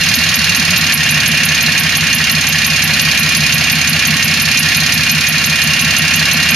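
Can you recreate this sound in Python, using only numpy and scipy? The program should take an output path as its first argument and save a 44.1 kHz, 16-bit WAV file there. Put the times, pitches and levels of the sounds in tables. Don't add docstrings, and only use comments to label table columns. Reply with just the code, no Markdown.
import sys
import numpy as np
from scipy import signal
from scipy.fft import rfft, irfft, next_fast_len
from scipy.io import wavfile
from scipy.ndimage import uniform_filter1d

SR = 44100
rng = np.random.default_rng(int(sys.argv[2]) if len(sys.argv) > 2 else 0)


def wrap_up_sound(samples):
    columns = np.atleast_2d(samples).T
    tamed = np.clip(columns, -1, 1)
    steps = np.round(tamed * 32767).astype(np.int16)
    wavfile.write(sys.argv[1], SR, steps)


def convert_level_to_amplitude(level_db):
    exponent = np.asarray(level_db, float) / 20
    return 10 ** exponent


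N = 288855

# [t/s, turns done]
CRANK_PROGRESS = [(-.047, 0), (.357, 8), (.563, 12), (.7767, 16), (.9398, 19), (1.2791, 25), (1.626, 31),
                  (1.9703, 37), (2.4877, 46), (2.6657, 49), (3.015, 55), (3.3673, 61), (3.8935, 70),
                  (4.2444, 76), (4.7668, 85), (5.4605, 97), (6.681, 118)]
# [t/s, hiss over the rule/dB, boom strength/dB]
ODD_CATCHES = [(0.563, -2.5, 2.5), (0.9405, 6, 1), (1.626, -4.5, 1), (2.1489, -0.5, -0.5), (3.1954, 1, 2),
               (3.3677, 2, 2.5), (4.0718, 0, 2.5), (4.4186, 2, -1.5), (4.593, 3.5, 0.5), (5.6371, -3.5, 0),
               (5.8127, -2, 0.5), (6.5074, -0.5, 2.5)]
# [t/s, hiss peak level/dB, hiss left-right/dB, nearness to the heads/dB]
MICROPHONE_VIEW = [
    (0, -12, 1, 2.5),
    (1.0, -12, -4, 0.5),
    (2.2, -11.5, -3, -0.1),
    (3.2, -13, -0.7, 2),
    (4.1, -13, -2, 0),
    (4.7, -13.5, -1.5, 3),
    (5.2, -11.5, -3, 0.5),
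    (6.55, -15, -2, 0.5),
]
# [t/s, level/dB]
LOAD = [
    (0.0, -0.5),
    (0.62, 0),
    (1.0, 1.2),
    (2.0, 0.5),
    (3.7, 0.5),
    (5.2, 0),
    (6.42, 1.5),
    (6.55, 2.5),
]
# [turns after the catch, length/turns, f/Hz, level/dB]
BOOMS_THREE = [(.1, 1, 94, 1.5), (.95, 0.98, 87.3, 0.5), (1.45, 1, 85.4, 0), (1.9, 0.99, 88.9, -1),
               (2.45, 0.98, 85.5, -1.5), (.68, 1.0, 159, 8), (1.15, 1, 157.7, 8.5), (2.24, 0.51, 156.4, 3),
               (3.08, 0.75, 155.7, 9), (.4, 0.71, 223, 7.5), (.62, 0.57, 226, 0.5), (1.6, 0.47, 230.2, 3.5),
               (1.95, 0.19, 228, -3), (2.55, 0.5, 231.3, 2.5)]
# [turns after the catch, length/turns, f/Hz, level/dB]
BOOMS_FOUR = [(0.79, 1.7, 77, 1.5), (2.45, 3.3, 91, 2.5), (3.44, 1.2, 110, 1.5), (0.67, 0.86, 150, -8),
              (2, 2.8, 157, 2), (2.96, 2.2, 180, 3.5), (0.59, 0.93, 230, 9.5), (1.33, 0.6, 170, 5),
              (2.2, 0.44, 69, -5)]
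# [f/Hz, width/Hz, level/dB]
COVER = [(728, 126, -3), (1098.6, 33, 4), (1320, 130, -19.5), (1376, 25, 5)]
CRANKCASE = [(1616, 88, -10), (1754, 64, 6), (1866, 28, 9), (2135, 80, 0.5)]
FINS = [(2240, 25, 4), (2396, 66, -2), (2462, 51, 13.5), (2624, 114, 6), (2770, 79, 12.5), (2940, 32, 2),
        (3125, 36, 5), (3400, 17, 2)]
HEADS = [(3800, 14, 2), (3894, 15, 5.5), (4175, 40, 5.5), (4326, 170, -0.5), (4670, 36, 3.5),
         (4784, 17, -4), (5020, 50, -3), (5050, 70, -4), (5160, 51, 0), (5416, 100, -4)]
HEAD_FINS = [(6050, 230, 2), (6440, 57, 9), (6200, 58, 7.5), (6350, 125, 0.5), (6500, 34, 11),
             (7530, 54, -20)]
# [share of turn, fall by 60 dB/s, level on first turn/dB, on second/dB, on later ones/dB]
COVER_KNOCKS = [(.88, 0.16, 6.5, 2.5, 6.9)]
CRANKCASE_KNOCKS = [(.17, 0.077, 9.2, 3, 11.5), (.62, 0.046, 3.6, 4.3, 4), (.94, 0.066, 13, 2, -27)]
FIN_KNOCKS = [(.17, 0.02, 8, 4, 5.6), (.37, 0.021, -8.5, -10, 3.2), (.65, 0.036, -7, -1.5, 0.83)]
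HEAD_KNOCKS = [(.11, 0.034, 3.6, 7.1, 6.7), (.6, 0.038, 11.5, 11, 11.3)]
HEAD_FIN_KNOCKS = [(.2, 0.011, 3.8, 14, 4.6), (.62, 0.055, 14.3, 16.2, 19.8)]
# [f/Hz, likeness from 0 to 1]
LIKENESS = [(60, 0.41), (180, 0.96), (530, 1), (1570, 1), (4660, 0.56), (13800, 0.17)]
# [f/Hz, left-right/dB]
LEAN = [(60, -10), (230, -0.5), (910, 0.5), (3550, -4.5), (13800, -5.5)]
# [f/Hz, level per Hz/dB]
AIR_SPECTRUM = [(18, -48), (30, -17.5), (152, 3), (241, -1), (354, -16), (470, -15.5), (1220, -26.5),
                (1700, 0.5), (2440, -5), (3580, -14), (6310, -24), (7950, -2), (8810, -20), (12000, -45),
           (14000, -53)]

FOUR_TURN_ROUNDS_END = 16
GARAGE_T60_S, WALL_CUT_HZ = 0.29, 1300
LOWEST_PIPE_HZ, UPPER_PIPE_HZ = 110, 190
UPPER_SAG = 0.27
PIPE_WANDER_DB, PIPE_WANDER, BOOM_WANDER_DB = 1.2, 0.012, 0.8
HISS_HZ, HISS_WANDER_HZ = 11380, 300
HISS_WANDER_DB, HISS_WANDER_PAN_DB = 0.7, 1.1
LEAD_S = 0.009
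HEAD_SLIP = 0.021
METAL_DB, HEADS_DB, HEAD_FINS_DB, AIR_DB = -14.5, -18, -22, -21
HEADS_FOLLOW, AIR_FOLLOWS = 0.23, 0.32
DUCK_FROM_DB, DUCK_SHARE, DUCK_RELEASE_S = -25, 0.35, 0.014
TOP = 0.84
CUTOFF_HZ = 13560
DROPPED_LOW_HZ, DROPPED_HIGH_HZ = 7650, 8250
DROPPED_SHARE, DROP_S = 0.5, 0.025


def rms_one(x):
    return x / np.sqrt(np.mean(x ** 2) + 1e-20)


def at_hz(points, hz):
    table = np.array(points)
    return np.interp(np.log(hz), np.log(table[:, 0]), table[:, 1])


def band(x, low_hz, high_hz):
    edges_hz = [low_hz, min(high_hz, 0.45 * SR)]
    return signal.sosfilt(signal.butter(2, edges_hz, "band", fs=SR, output="sos"), x)


def spread(mid, side, hz, lag=0):
    alike = np.clip(at_hz(LIKENESS, hz), 0, 1)
    lean_db = at_hz(LEAN, hz)
    shared = np.sqrt(1 + alike) * mid
    different = np.sqrt(1 - alike) * side
    left = convert_level_to_amplitude(lean_db / 2) * (shared + different)
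    right = convert_level_to_amplitude(-lean_db / 2) * (shared - different)
    return np.array([left, np.roll(right, lag)])


def dying(at_s, db, rise_s, t60):
    kicks = np.full(N, 1e-18)
    inside = (at_s >= 0) & (at_s < (N - 1) / SR)
    np.add.at(kicks, (at_s[inside] * SR).astype(int), convert_level_to_amplitude(db[inside]))
    fall = convert_level_to_amplitude(-60 / (t60 * SR))
    rise = np.exp(-1 / (rise_s * SR))
    return signal.lfilter([1 - rise], np.convolve([1, -fall], [1, -rise]), kicks)


def rounds():
    s, done = np.transpose(CRANK_PROGRESS)
    firing = np.r_[0:FOUR_TURN_ROUNDS_END:4, FOUR_TURN_ROUNDS_END:done[-1] + 1:3]
    starts = np.interp(firing, done, s)
    for at_s, *_ in ODD_CATCHES:
        starts[np.argmin(abs(starts - at_s))] = at_s
    turns = np.diff(firing)
    return starts[:-1], turns, np.diff(starts) / turns


def oddness(order, wander_db):
    starts = rounds()[0]
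    db = wander_db * rng.standard_normal(len(starts))
    for row in ODD_CATCHES:
        db[np.argmin(abs(starts - row[0]))] = row[order]
    return db


def garage(x):
    size = next_fast_len(N + SR)
    one_sample = np.exp(-2j * np.pi * np.arange(size // 2 + 1) / size)
    dull = np.exp(-2 * np.pi * WALL_CUT_HZ / SR)
    wall = (1 - dull) / (1 - dull * one_sample)
    out, source = np.zeros((2, N)), rfft(x, size)
    lags = (rng.uniform(0.012, 0.035, 16) * SR).astype(int)
    for k, lag in enumerate(lags):
        loop = convert_level_to_amplitude(-60 * lag / SR / GARAGE_T60_S) * wall * one_sample ** lag
        echoes = irfft(source * loop / (1 - loop), size)[:N]
        out[k % 2] += echoes * (-1) ** (k // 2)
    return out


def air():
    out, edges = 0, 25 * 2 ** np.arange(0, 9.4, 1 / 3)
    white = rng.standard_normal((2, 2, N))
    for k, (low, high) in enumerate(zip(edges, edges[1:])):
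        hz = np.sqrt(low * high)
        level = convert_level_to_amplitude(at_hz(AIR_SPECTRUM, hz))
        out = out + level * spread(*band(white[k % 2], low, high), hz)
    return rms_one(out)


def exhaust(wander_db, wander_hz):
    out, t = np.zeros(N), np.arange(N) / SR
    strengths = oddness(order=2, wander_db=BOOM_WANDER_DB)
    for start, turns, turn_s, strength_db in zip(*rounds(), strengths):
        pitch = 1 + wander_hz * rng.standard_normal()
        booms = BOOMS_FOUR if turns > 3 else BOOMS_THREE
        for after, length, hz, db in booms:
            middle, half = start + after * turn_s, length * turn_s / 2
            part = slice(max(0, int((middle - half) * SR)), max(0, int((middle + half) * SR)))
            from_middle = t[part] - middle
            swell = np.cos(np.pi / 2 * from_middle / half) ** 2
            sag = UPPER_SAG * (hz > UPPER_PIPE_HZ) * from_middle ** 2 / (2 * half)
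            level_db = db + strength_db * (hz > LOWEST_PIPE_HZ) + wander_db * rng.standard_normal()
            tone = np.cos(2 * np.pi * hz * pitch * (t[part] - start - sag))
            out[part] += convert_level_to_amplitude(level_db) * swell * tone
    return rms_one(out)


def joint_hiss(width_hz):
    out = np.zeros((2, N))
    starts = rounds()[0]
    s, peak_db, pan_db, _ = np.transpose(MICROPHONE_VIEW)
    peaks = np.interp(starts, s, peak_db) + oddness(order=1, wander_db=HISS_WANDER_DB)
    chance = rng.standard_normal((len(starts), 2))
    pans = np.interp(starts, s, pan_db) + HISS_WANDER_PAN_DB * chance[:, 0]
    pitches = HISS_HZ + HISS_WANDER_HZ * chance[:, 1]
    for at_s, db, pan, hz in list(zip(starts, peaks, pans, pitches))[1:]:
        first = int((at_s - LEAD_S) * SR)
        t = np.arange(min(SR // 6, N - first)) / SR
        since = np.maximum(t - LEAD_S, 0)
        leak = convert_level_to_amplitude(-10) * (t < LEAD_S) * t / LEAD_S
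        fall = convert_level_to_amplitude(-60 * since / 0.057) + convert_level_to_amplitude(-19.5 - 60 * since / 0.17)
        burst = (1 - np.exp(-since / 0.00044)) * fall + leak
        splutter = convert_level_to_amplitude(2.5 * rms_one(band(rng.standard_normal(len(t)), 150, 1100)))
        jet = band(rng.standard_normal((2, len(t))), hz - width_hz, hz + width_hz)
        mid, side = band(jet, hz - 1.9 * width_hz, hz + 1.5 * width_hz)
        lean = convert_level_to_amplitude(db + pan / 2 * np.array([[1], [-1]]))
        hiss = burst * splutter * (mid + 0.5 * side * [[1], [-1]])
        out[:, first:first + len(t)] += lean * rms_one(hiss) * np.sqrt(np.mean(burst ** 2))
    return out


def metal(modes, knocks, broad_db, grit, rise_s, slip=0.0, top_db=None):
    starts, turns, turn_s = rounds()
    counts = turns.astype(int)
    which = np.repeat(np.arange(len(starts)), counts)
    turn = np.concatenate([np.arange(count) for count in counts])
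    shifts = 0.0008 * rng.standard_normal((len(knocks), len(turn)))
    forces = 0.9 * rng.standard_normal((len(knocks), len(turn)))
    grain_db = grit * np.minimum(rng.exponential(1, N), 6)
    grains = rng.standard_normal((2, N)) * convert_level_to_amplitude(grain_db)

    def rattle(own_db):
        drive = np.ones(N)
        for (share, t60, *db), shift, force in zip(knocks, shifts, forces):
            at_s = starts[which] + (turn + share + slip * turn) * turn_s[which] + shift
            chance_db = own_db * rng.standard_normal(len(turn))
            level_db = np.array(db)[np.minimum(turn, 2)] + force + chance_db
            drive += dying(at_s, level_db, rise_s, t60)
        return drive * grains

    low_hz, high_hz = modes[0][0] * 0.76, modes[-1][0] * 1.374
    plain = rattle(0)
    broad = spread(*band(plain, low_hz, high_hz), np.sqrt(low_hz * high_hz))
    out = convert_level_to_amplitude(broad_db) * rms_one(broad)
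    if top_db is not None:
        out += convert_level_to_amplitude(top_db) * rms_one(spread(*band(plain, 7200, 11970), 7200))
    rung = 0
    for hz, width, db in modes:
        r = np.exp(-np.pi * abs(width) / SR)
        gain = [(1 - r * r) / 2, 0, (r * r - 1) / 2]
        feedback = [1, -2 * r * np.cos(2 * np.pi * hz / SR), r * r]
        ring = signal.lfilter(gain, feedback, rattle(1.3))
        rung = rung + convert_level_to_amplitude(db) * spread(*ring, hz, lag=rng.integers(-2, 3))
    return rms_one(out + rms_one(rung))


def scene():
    t = np.arange(N) / SR
    load_db = np.interp(t, *np.transpose(LOAD))
    view = np.array(MICROPHONE_VIEW)
    near_db = np.interp(t, view[:, 0], view[:, 3])
    booms = convert_level_to_amplitude(-22.5) * exhaust(wander_db=PIPE_WANDER_DB, wander_hz=PIPE_WANDER)
    cover = convert_level_to_amplitude(-15) * metal(COVER, COVER_KNOCKS, broad_db=-1.5, grit=0.47, rise_s=0.0066)
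    crankcase = convert_level_to_amplitude(-7.5) * metal(CRANKCASE, CRANKCASE_KNOCKS, broad_db=-22.5, grit=0.41, rise_s=0.00043)
    fins = convert_level_to_amplitude(-1.0) * metal(FINS, FIN_KNOCKS, broad_db=-25, grit=1.7, rise_s=0.00074)
    clatter = convert_level_to_amplitude(METAL_DB + load_db) * (cover + crankcase + fins)
    heads = metal(HEADS, HEAD_KNOCKS, broad_db=-1.5, grit=2.4, rise_s=0.00096, slip=HEAD_SLIP, top_db=-7)
    clatter += convert_level_to_amplitude(HEADS_DB + HEADS_FOLLOW * load_db + near_db) * heads
    head_fins = metal(HEAD_FINS, HEAD_FIN_KNOCKS, broad_db=-4.0, grit=0.99, rise_s=0.0004, slip=HEAD_SLIP)
    clatter += convert_level_to_amplitude(HEAD_FINS_DB + HEADS_FOLLOW * load_db) * head_fins
    near = booms + clatter + convert_level_to_amplitude(2.0) * joint_hiss(width_hz=1000)
    echo = convert_level_to_amplitude(-23.5) * garage(near.mean(axis=0))
    return near + echo + convert_level_to_amplitude(AIR_DB + AIR_FOLLOWS * load_db) * air()


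def dropouts(x):
    hz = np.arange(N // 2 + 1) * SR / N
    weak = irfft(rfft(x) * ((hz > DROPPED_LOW_HZ) & (hz < DROPPED_HIGH_HZ)), N)
    level = uniform_filter1d(np.mean(weak ** 2, axis=0), size=int(DROP_S * SR))
    faint = level < np.quantile(level, DROPPED_SHARE)
    off = uniform_filter1d(1.0 * faint, size=300)
    return x - off * weak


def roll_off(x):
    return signal.sosfilt(signal.butter(12, 14450, fs=SR, output="sos"), x)


def record(dry):
    hold = np.exp(-1 / (DUCK_RELEASE_S * SR))
    treble_power = np.mean(band(dry, 9500, 13500) ** 2, axis=0)
    treble = signal.lfilter([1 - hold], [1, -hold], treble_power)
    excess_db = np.maximum(10 * np.log10(treble + 1e-12) - DUCK_FROM_DB, 0)
    ducked = dry * convert_level_to_amplitude(-DUCK_SHARE * excess_db)
    rounded = TOP * np.tanh(ducked / TOP)
    notch_hz, wide, deep = 7900, 0.88, 0.99
    c = -2 * np.cos(2 * np.pi * notch_hz / SR)
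    hollow = signal.lfilter([1, c * deep, deep ** 2], [1, c * wide, wide ** 2], rounded)
    cut = signal.sosfilt(signal.cheby2(16, 40, CUTOFF_HZ * 1.015, fs=SR, output="sos"), hollow)
    finished = dropouts(cut)
    return roll_off(finished)


dry = scene()
out = record(dry)
wrap_up_sound(out)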